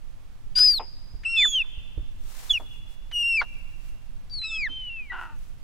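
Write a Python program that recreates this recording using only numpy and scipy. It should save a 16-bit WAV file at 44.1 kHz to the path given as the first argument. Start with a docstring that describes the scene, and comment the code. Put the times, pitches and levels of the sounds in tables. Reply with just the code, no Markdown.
"""A shrill squeal cuts through low wind; then the hinds of a deer herd squeak to each other in a meadow.
Tight vocal folds give each squeak a high, nearly pure voice that arches, sags and often breaks into
a short croak as the folds slacken; the last sinks into a bleat. A line of trees returns a faint long echo.
Wind rumbles on the microphone, far leaves hiss, the grass rustles and a few dull thuds sound."""
import sys
import numpy as np
from scipy import signal
from scipy.fft import rfft, irfft, next_fast_len
from scipy.io import wavfile
from scipy.ndimage import uniform_filter1d

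SR = 44100
rng = np.random.default_rng(int(sys.argv[2]) if len(sys.argv) > 2 else 0)


def dump_mix(stems):
    """Bounce the given channels to the path in sys.argv[1] as a 16-bit WAV at rate SR."""
    frames = np.atleast_2d(stems).T  # one column per channel
    limited = np.clip(frames, -1, 1)  # hard clip at full scale
    pcm = np.round(limited * 32767).astype(np.int16)
    wavfile.write(sys.argv[1], SR, pcm)


N = 248283
TIME = np.arange(N) / SR
SETTLE_S = .02   # a voice finds its note

# Hind calls, five groups each:
#   timing (start [s], length [s])
#   pitch  (note [Hz], scoop [share], fall [share], fall lateness [exponent], final break [share])
#   slips  list of (onset in call [s], pitch drop [share])
#   effort (level [dB], swell [dB], attack [s], dip time [s], dip depth [dB], dip width [s])
#   timbre (2nd harmonic at start, dip, end [dB], 3rd, 4th [dB re mean 2nd],
#           half-pitch lines [dB re fundamental], rasp [dB re fundamental], flutter [dB])
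SQUEAKS = [ ((.551, .243), (5065, .12, .25, 3.7, .2), [(.035, .025), (.11, .008), (.187, .018)],
           (-13.9, 7.7, .017, .212, 15.5, .05), (-41, -51, -52, -3.5, -19, -40.5, -33.5, 1.5)),
           ((1.246, .216), (2775, .03, .38, 3.7, .42), [(.008, .05), (.18, .07)],
           (-19.9, -13.5, .016, .05, 13, .055), (-58, -45, -46, -7, -33, -37, -44, .6)), ((1.359, .272),
           (3550, .03, .31, 3.4, .01), [(.011, .025), (.09, .008), (.12, .015)],
           (-20, -5.6, .028, .149, 14.5, .027), (-51, -34, -64, -17, -17, -43, -35, .9)), ((2.493, .093),
           (3540, .02, .3, 1.6, .09), [(.037, .11)], (-18.2, -15, .018, .039, 16, .011),
           (-44, -38, -60, -19, -24, -44.5, -38, 2.6)), ((3.118, .298), (2835, -.07, .19, 4.5, .17),
           [(.112, .048), (.255, .085)], (-23.3, 4.2, .024, .024, 6, .013),
           (-57, -47, -39, -9.5, -14.5, -53.5, -48.5, .6)), ((4.3, .28), (4730, .02, .32, 1.15, .01),
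           [(.088, .065), (.195, .03)], (-35.8, -4.5, .045, .229, 15, .012),
           (-71, -57, -64, -28, -30, -40, -38, 1.9)), ((4.426, .259), (2642, .01, .41, 4.8, .01),
           [(.008, .04)], (-31, 5, .016, .067, 8.9, .021), (-54, -45, -47, -11, -35, -27, -40.5, 1.1)),
           ((4.678, .422), (3160, .08, .33, 2.0, .02), [(.13, .015), (.216, .05)],
           (-36.5, 2, .035, .39, 16, .05), (-72, -84, -88, -22, -32, -43, -30, 1.27)), ((5.094, .042),
           (2000, .01, .07, 1.2, .02), [], (-34.5, -6, .013, .03, 2, .01),
           (-57, -68, -74, -22, -32, -41, -28.5, 1.27))]


def squeaks(out):
    """Each call swells or wanes; its fundamental dips once, where the second harmonic turns."""
    for (start_s, length_s), contour, slips, effort, timbre in SQUEAKS:
        mid_db, swell_db, attack_s, dip_s, dip_db, dip_width_s = effort
        start_db, turn_db, end_db, *colour = timbre
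        t = elapsed(length_s)
        level_db = mid_db + swell_db * (t / length_s - .5) - dip_db * hump(t, dip_s, dip_width_s)
        second_db = np.interp(t, [0, dip_s, length_s], [start_db, turn_db, end_db])
        pitch_hz = squeak_pitch(t, slips, *contour)
        voice = tight_folds(t, pitch_hz, level_db, second_db, second_db.mean(), *colour)
        add(out, start_s, envelope(t, attack_s, release_s=.011) ** 1.4 * voice)


def squeak_pitch(t, slips, note_hz, scoop, fall, lateness, final_break,
                 flick_s=.005, slip_s=.005, recover_s=.03, break_s=.006):
    """The voice flicks in from above, settles, slips, sags ever faster as effort runs out, then breaks."""
    flick = .09 * np.exp(-t / flick_s)
    sag = fall * (t / t[-1]) ** lateness
    pitch_hz = note_hz * (1 + flick - scoop * np.exp(-t / SETTLE_S) - sag)
    for onset_s, drop in slips:
        since_s = np.maximum(t - onset_s, 0)
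        pitch_hz *= 1 - drop * np.minimum(since_s / slip_s, 1) * np.exp(-since_s / recover_s)
    waver = 1 + .0035 * drift(30, len(t))
    collapse = 1 - final_break * np.exp((t - t[-1]) / break_s)
    return pitch_hz * waver * collapse


def tight_folds(t, pitch_hz, level_db, second_db, treble_db, third_db, fourth_db, half_db, rasp_db,
                flutter_db, jitter_per_db=.0027, upper_db_per_oct=16, half_db_per_oct=70):
    """Tightly stretched vocal folds: a strong fundamental with weak harmonics."""
    size = len(t)
    median_hz = np.median(pitch_hz)
    sag_oct = np.minimum(np.log2(pitch_hz / median_hz), 0)
    jitter = jitter_per_db * flutter_db * drift(120, size)
    phase = 2 * np.pi * np.cumsum(pitch_hz * (1 + jitter)) / SR
    level = from_db(level_db + flutter_db * drift(40, size))
    # uneven cycles spread noise round each harmonic, most at the onset
    rasp = from_db(rasp_db + 6 * np.exp(-t / .08) + 2 * drift(60, size))
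    skirt = signal.butter(2, .22 * median_hz, fs=SR, output="sos")
    gain_noise, phase_noise = rasp * rms_one(signal.sosfilt(skirt, rng.standard_normal((2, size))))
    voice = level * (1 + gain_noise) * np.sin(phase + phase_noise)
    # upper harmonics fade as the folds slacken
    upper_db = treble_db + upper_db_per_oct * sag_oct
    overtones_db = [second_db, upper_db + third_db, upper_db + fourth_db, upper_db + fourth_db - 11]
    for k, db in enumerate(overtones_db, 2):
        overtone = (1 + from_db(9) * gain_noise) * np.sin(k * (phase + phase_noise))
        voice += from_db(db + 2 * drift(25, size)) * overtone * (k * pitch_hz < SR / 2)
    # alternate cycles differ while the folds are tight
    half_lines = np.sin(phase / 2) + .8 * np.sin(1.5 * phase) + .15 * np.sin(2.5 * phase)
    voice += level * from_db(half_db + half_db_per_oct * sag_oct + 3 * drift(25, size)) * half_lines
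    hiss = rms_one(resonate(rng.standard_normal(size), pitch_hz.max(), .9 * median_hz))
    return np.sqrt(2) * voice + level * rasp * from_db(-14) * hiss


# Second, low vibration of the folds: (time [s], pitch [Hz], fundamental [dB], 2nd harmonic [dB])
UNDERTONE = [(.562, 1480, -53.5, -59), (.59, 1520, -37, -44), (.613, 1370, -37, -46.5),
             (.63, 1653, -45.5, -54), (.665, 2050, -57.5, -66), (.72, 1950, -53, -63.5),
             (.76, 1000, -63, -72)]


def undertone(out):
    """A faint, raspy second note wanders beneath the shrill squeal."""
    times_s, *columns = np.transpose(UNDERTONE)
    t = elapsed(times_s[-1] - times_s[0])
    pitch_hz, level_db, second_db = (np.interp(times_s[0] + t, times_s, column) for column in columns)
    voice = tight_folds(t, pitch_hz, level_db, second_db, treble_db=second_db,
                        third_db=9, fourth_db=2, half_db=-32, rasp_db=-14, flutter_db=3)
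    add(out, times_s[0], envelope(t, attack_s=.003, release_s=.003) * voice)


# Call onsets: (time [s], level [dB], fade [s], mouth [Hz], width [Hz], bright edge [dB])
CATCHES = [(.553, -41.5, .065, 3020, 2400, -49.5), (1.233, -46, .011, 1903, 1195, -64),
           (3.113, -44.5, .0076, 1490, 2200, -61), (4.296, -53.5, .008, 4423, 1200, -78),
           (4.416, -50, .0091, 2100, 1390, -68)]


def catches(out):
    """The voice catches briefly as it starts."""
    for start_s, *mouth in CATCHES:
        add(out, start_s, mouth_croak(*mouth))


# Call endings:
# (time [s], level [dB], fade [s], mouth [Hz], width [Hz], bright edge [dB], chest [dB], chest [Hz])
CROAKS = [(.795, -30.5, .015, 870, 220, -47, -41.5, 410), (1.454, -40, .008, 1250, 420, -65, -53, 255),
          (1.64, -57, .021, 1100, 717, -72, -68, 270), (2.597, -44, .021, 680, 446, -66, -52, 285),
          (3.412, -22.5, .007, 1400, 520, -42, -31.5, 790),
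          (4.683, -49.5, .011, 1120, 1198, -70, -50.5, 243)]


def croaks(out, lag_cycles=2.8, fade_cycles=7.5):
    """As the voice lets go, the mouth rings and the chest follows."""
    for start_s, *mouth, chest_db, chest_hz in CROAKS:
        add(out, start_s, mouth_croak(*mouth))
        chest = croak(chest_db, fade_cycles / chest_hz, chest_hz, width_hz=.7 * chest_hz)
        add(out, start_s + lag_cycles / chest_hz, chest)


def mouth_croak(level_db, fade_s, mouth_hz, width_hz, edge_db):
    """A croak through the mouth's first resonance and, more faintly, its next."""
    first = croak(level_db, fade_s, mouth_hz, width_hz)
    return first + croak(edge_db, 1.5 * fade_s, 2.7 * mouth_hz, 4.5 * width_hz)


def croak(level_db, fade_s, resonance_hz, width_hz, pitch_hz=430, lowpass_hz=5500):
    """Loose pulses ring through one resonance and die away."""
    t = elapsed(.2)
    folds = slack_folds(np.full(SR // 4, pitch_hz), roughness=1.2)
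    lowpass = signal.butter(2, lowpass_hz, fs=SR, output="sos")
    voice = signal.sosfilt(lowpass, resonate(folds, resonance_hz, width_hz))
    voice = rms_one(voice[-len(t):])
    voice /= np.sqrt(uniform_filter1d(voice ** 2, size=220) + 1e-3)   # level evened over 5 ms
    decay = np.exp(-np.maximum(t - .005, 0) / fade_s)
    return from_db(level_db) * voice * np.minimum(t / .002, 1) * decay


def slack_folds(pitch_hz, roughness, jitter=.14, air=.45, limp=.6):
    """One pulse a cycle, uneven in time, alternately strong and weak, with air let through."""
    size = len(pitch_hz)
    cycles = np.cumsum(pitch_hz * (1 + jitter * roughness * drift(150, size))) / SR
    strength = from_db(6 * roughness * drift(250, size))
    alternation = 1 + limp * roughness * np.cos(np.pi * cycles)
    pulses = np.diff(np.floor(cycles), prepend=-1) * strength * alternation
    return rms_one(pulses) + air * roughness * rng.standard_normal(size)


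# Throat resonances: (centre [Hz], width [Hz], gain [dB])
THROAT = [(325, 97, -22), (965, 250, -6.5), (1460, 210, -1), (2000, 100, -11.5), (2870, 300, -14.5)]


def bleat(out, start_s=5.11, length_s=.27, note_hz=385, overshoot_hz=65, sag_hz_per_s=400,
          level_db=-31, fade_db_per_s=85, closing_share=.1):
    """The folds slacken to a low, rough voice that sinks and clears as it fades and the mouth closes."""
    t = elapsed(length_s)
    pitch_hz = note_hz - sag_hz_per_s * t + overshoot_hz * np.exp(-t / SETTLE_S)
    mouth = 1 - closing_share * t / t[-1]
    folds = slack_folds(pitch_hz / mouth, roughness=.7 * hump(t, centre_s=.085, width_s=.11))
    voice = sum(from_db(db) * resonate(folds, hz, width_hz) for hz, width_hz, db in THROAT)
    voice = np.interp(np.cumsum(mouth) / SR, t, voice)   # read ever slower: the resonances sink
    level = envelope(t, attack_s=.035, release_s=.035) * from_db(level_db - fade_db_per_s * t)
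    add(out, start_s, level * rms_one(voice))


# Colour difference between the two microphones: (frequency [Hz], left minus right [dB])
MIC_BALANCE = [(1000, 2), (2700, 2), (3500, -3), (4300, 3.5), (5000, 5.5), (7000, -5), (10000, -4.5),
               (14000, 4)]


def direct_sound(calls):
    """Each microphone colours the herd differently."""
    return np.array([coloured(calls, [(hz, side * db / 2) for hz, db in MIC_BALANCE]) for side in (1, -1)])


# Reflection spectrum: (frequency [Hz], gain [dB])
ECHO_SPECTRUM = [(300, -8.5), (1400, -5.5), (2200, -6), (2650, 3.5), (3500, 2), (4200, -9), (5100, -3.5),
                 (7500, -10), (15000, -20)]


def tree_echo(calls, t60_s=1.55, build_up_s=.12, ground_fade_s=.008):
    """Countless weak reflections: a short ground scatter, then a long one peaking at the wood's edge."""
    t = elapsed(2)
    wood = (1 - np.exp(-(t / build_up_s) ** 2)) * from_db(-60 * t / t60_s)
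    wood *= 1 + .7 * hump(t, centre_s=.19, width_s=.025)
    ground = np.exp(-t / ground_fade_s)
    shape = from_db(-27) * wood / np.linalg.norm(wood) + from_db(-23) * ground / np.linalg.norm(ground)
    response = coloured(rng.standard_normal((2, len(t))), ECHO_SPECTRUM) * shape
    return signal.fftconvolve(calls[None], response, axes=1)[:, :N]


# Wind rumble: (frequency [Hz], relative density [dB])
WIND_SPECTRUM = [(8, -2.5), (18, 3.5), (30, -7), (45, -14.5), (62, -20.5), (85, -20), (120, -22),
                 (170, -29.5), (250, -34), (600, -62), (1200, -100)]


def wind(level_db=-35.5, gust_db=1.5):
    """Lumpy wind rumbles on the microphone."""
    level = from_db(level_db + gust_db * drift(4, N))
    return level * stereo_noise(WIND_SPECTRUM, correlation=-.35, pan_db=-5)


# Dull thuds: (time [s], swing gain [dB], knock gain [dB])
THUDS = [(1.139, -28.5, -51), (1.776, -28.5, -73), (1.975, -20.5, -42.5), (1.995, -30, -55),
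         (2.029, -30, -66)]


def thuds(swing_hz=48, swing_fade_s=.017, knock_fade_s=.013):
    """Each thud is a heavily damped low swing with a short dull knock."""
    out = np.zeros((2, N))
    t = elapsed(.2)
    for start_s, swing_db, knock_db in THUDS:
        swing = -np.sin(2 * np.pi * swing_hz * t) * np.exp(-t / swing_fade_s)
        knock = rms_one(resonate(rng.standard_normal(len(t)), centre_hz=240, width_hz=300))
        knock *= np.minimum(t / .002, 1) * np.exp(-t / knock_fade_s)
        add(out, start_s, from_db(swing_db) * swing + from_db(knock_db) * knock, pan_db=-6)
    return out


# Grass noise: (frequency [Hz], relative density [dB])
GRASS_SPECTRUM = [(240, -29.5), (400, -7.5), (700, -4), (2000, -6.5), (7400, -7.5), (15500, -13)]
# Rustles: (time [s], level [dB], half length [s])
RUSTLES = [(2.43, -47, .15), (2.75, -67, .05), (2.92, -64, .04), (3.55, -70, .4), (3.86, -65, .06),
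           (5.225, -61, .035), (5.44, -66, .08)]


def grass(rest_db=-74.5, flicker_db=1.3):
    """Grass stirs faintly and swells into brief rustles."""
    stirring = from_db(rest_db) + sum(from_db(db) * hump(TIME, s, width_s) for s, db, width_s in RUSTLES)
    flicker = from_db(flicker_db * drift(50, N))
    return stirring * flicker * stereo_noise(GRASS_SPECTRUM, correlation=.1, pan_db=2)


# Leaf hiss: (frequency [Hz], relative density [dB])
LEAF_SPECTRUM = [(150, -24), (300, -7.5), (500, -5.5), (1000, -7.5), (2000, -12), (2700, -12),
                 (3500, -14.5), (8000, -22), (15500, -28.5)]


def leaves(level_db=-62.5):
    """Far leaves hiss steadily."""
    return from_db(level_db) * stereo_noise(LEAF_SPECTRUM, correlation=.25, pan_db=-4.5)


def from_db(db):
    """Decibels to gain."""
    return 10 ** (np.asarray(db) / 20)


def rms_one(x):
    """Scale to unit power."""
    return x / np.sqrt(np.mean(x ** 2) + 1e-20)


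def elapsed(length_s):
    """Sample times from zero."""
    return TIME[:int(length_s * SR)]


def hump(t, centre_s, width_s):
    """Smooth bell of height 1."""
    return np.exp(-((t - centre_s) / width_s) ** 2)


def envelope(t, attack_s, release_s):
    """Linear attack, hold at 1, linear release."""
    return np.clip(t / attack_s, 0, 1) * np.clip((t[-1] - t) / release_s, 0, 1)


def drift(rate_hz, size):
    """Smooth random motion of unit power."""
    pole = np.exp(-2 * np.pi * rate_hz / SR)
    noise = rng.standard_normal(size + SR // 10)
    return rms_one(signal.lfilter([1], [1, -2 * pole, pole * pole], noise)[-size:])


def resonate(x, centre_hz, width_hz):
    """Two equal resonant stages, peak gain 1."""
    radius = np.exp(-np.pi * width_hz / SR)
    gain = (1 - radius ** 2) / 2
    stage = [gain, 0, -gain, 1, -2 * radius * np.cos(2 * np.pi * centre_hz / SR), radius ** 2]
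    return signal.sosfilt([stage, stage], x)


def coloured(x, spectrum):
    """Filter by a spectrum drawn on a log-frequency axis."""
    size = next_fast_len(x.shape[-1])
    hz, db = np.transpose(spectrum)
    bins_hz = np.maximum(np.fft.rfftfreq(size, 1 / SR), 1)
    gain = from_db(np.interp(np.log(bins_hz), np.log(hz), db))
    return irfft(rfft(x, size) * gain, size)[..., :x.shape[-1]]


def panned(sound, pan_db):
    """Stereo placement; positive is left."""
    return sound * from_db([[pan_db / 2], [-pan_db / 2]])


def stereo_noise(spectrum, correlation, pan_db):
    """Coloured noise, partly shared by the two channels."""
    mid, side = coloured(rng.standard_normal((2, N)), spectrum)
    pair = np.sqrt(1 + correlation) * mid + np.sqrt(1 - correlation) * side * [[1], [-1]]
    return panned(rms_one(pair), pan_db)


def add(out, start_s, sound, pan_db=0):
    """Mix a mono sound into a stereo track."""
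    at = int(start_s * SR)
    sound = sound[:N - at]
    out[:, at:at + len(sound)] += panned(sound, pan_db)


def scene():
    """The herd straight ahead, its echo and the meadow."""
    herd = np.zeros((2, N))
    for voice in (squeaks, undertone, catches, croaks, bleat):
        voice(herd)
    calls = herd.mean(axis=0)
    return direct_sound(calls) + tree_echo(calls) + wind() + leaves() + grass() + thuds()


def record(dry):
    """Steep low-pass on the top treble."""
    cutoff_hz = 15750
    return signal.sosfilt(signal.ellip(12, .1, 80, cutoff_hz, fs=SR, output="sos"), dry)


dry = scene()
out = record(dry)
dump_mix(out)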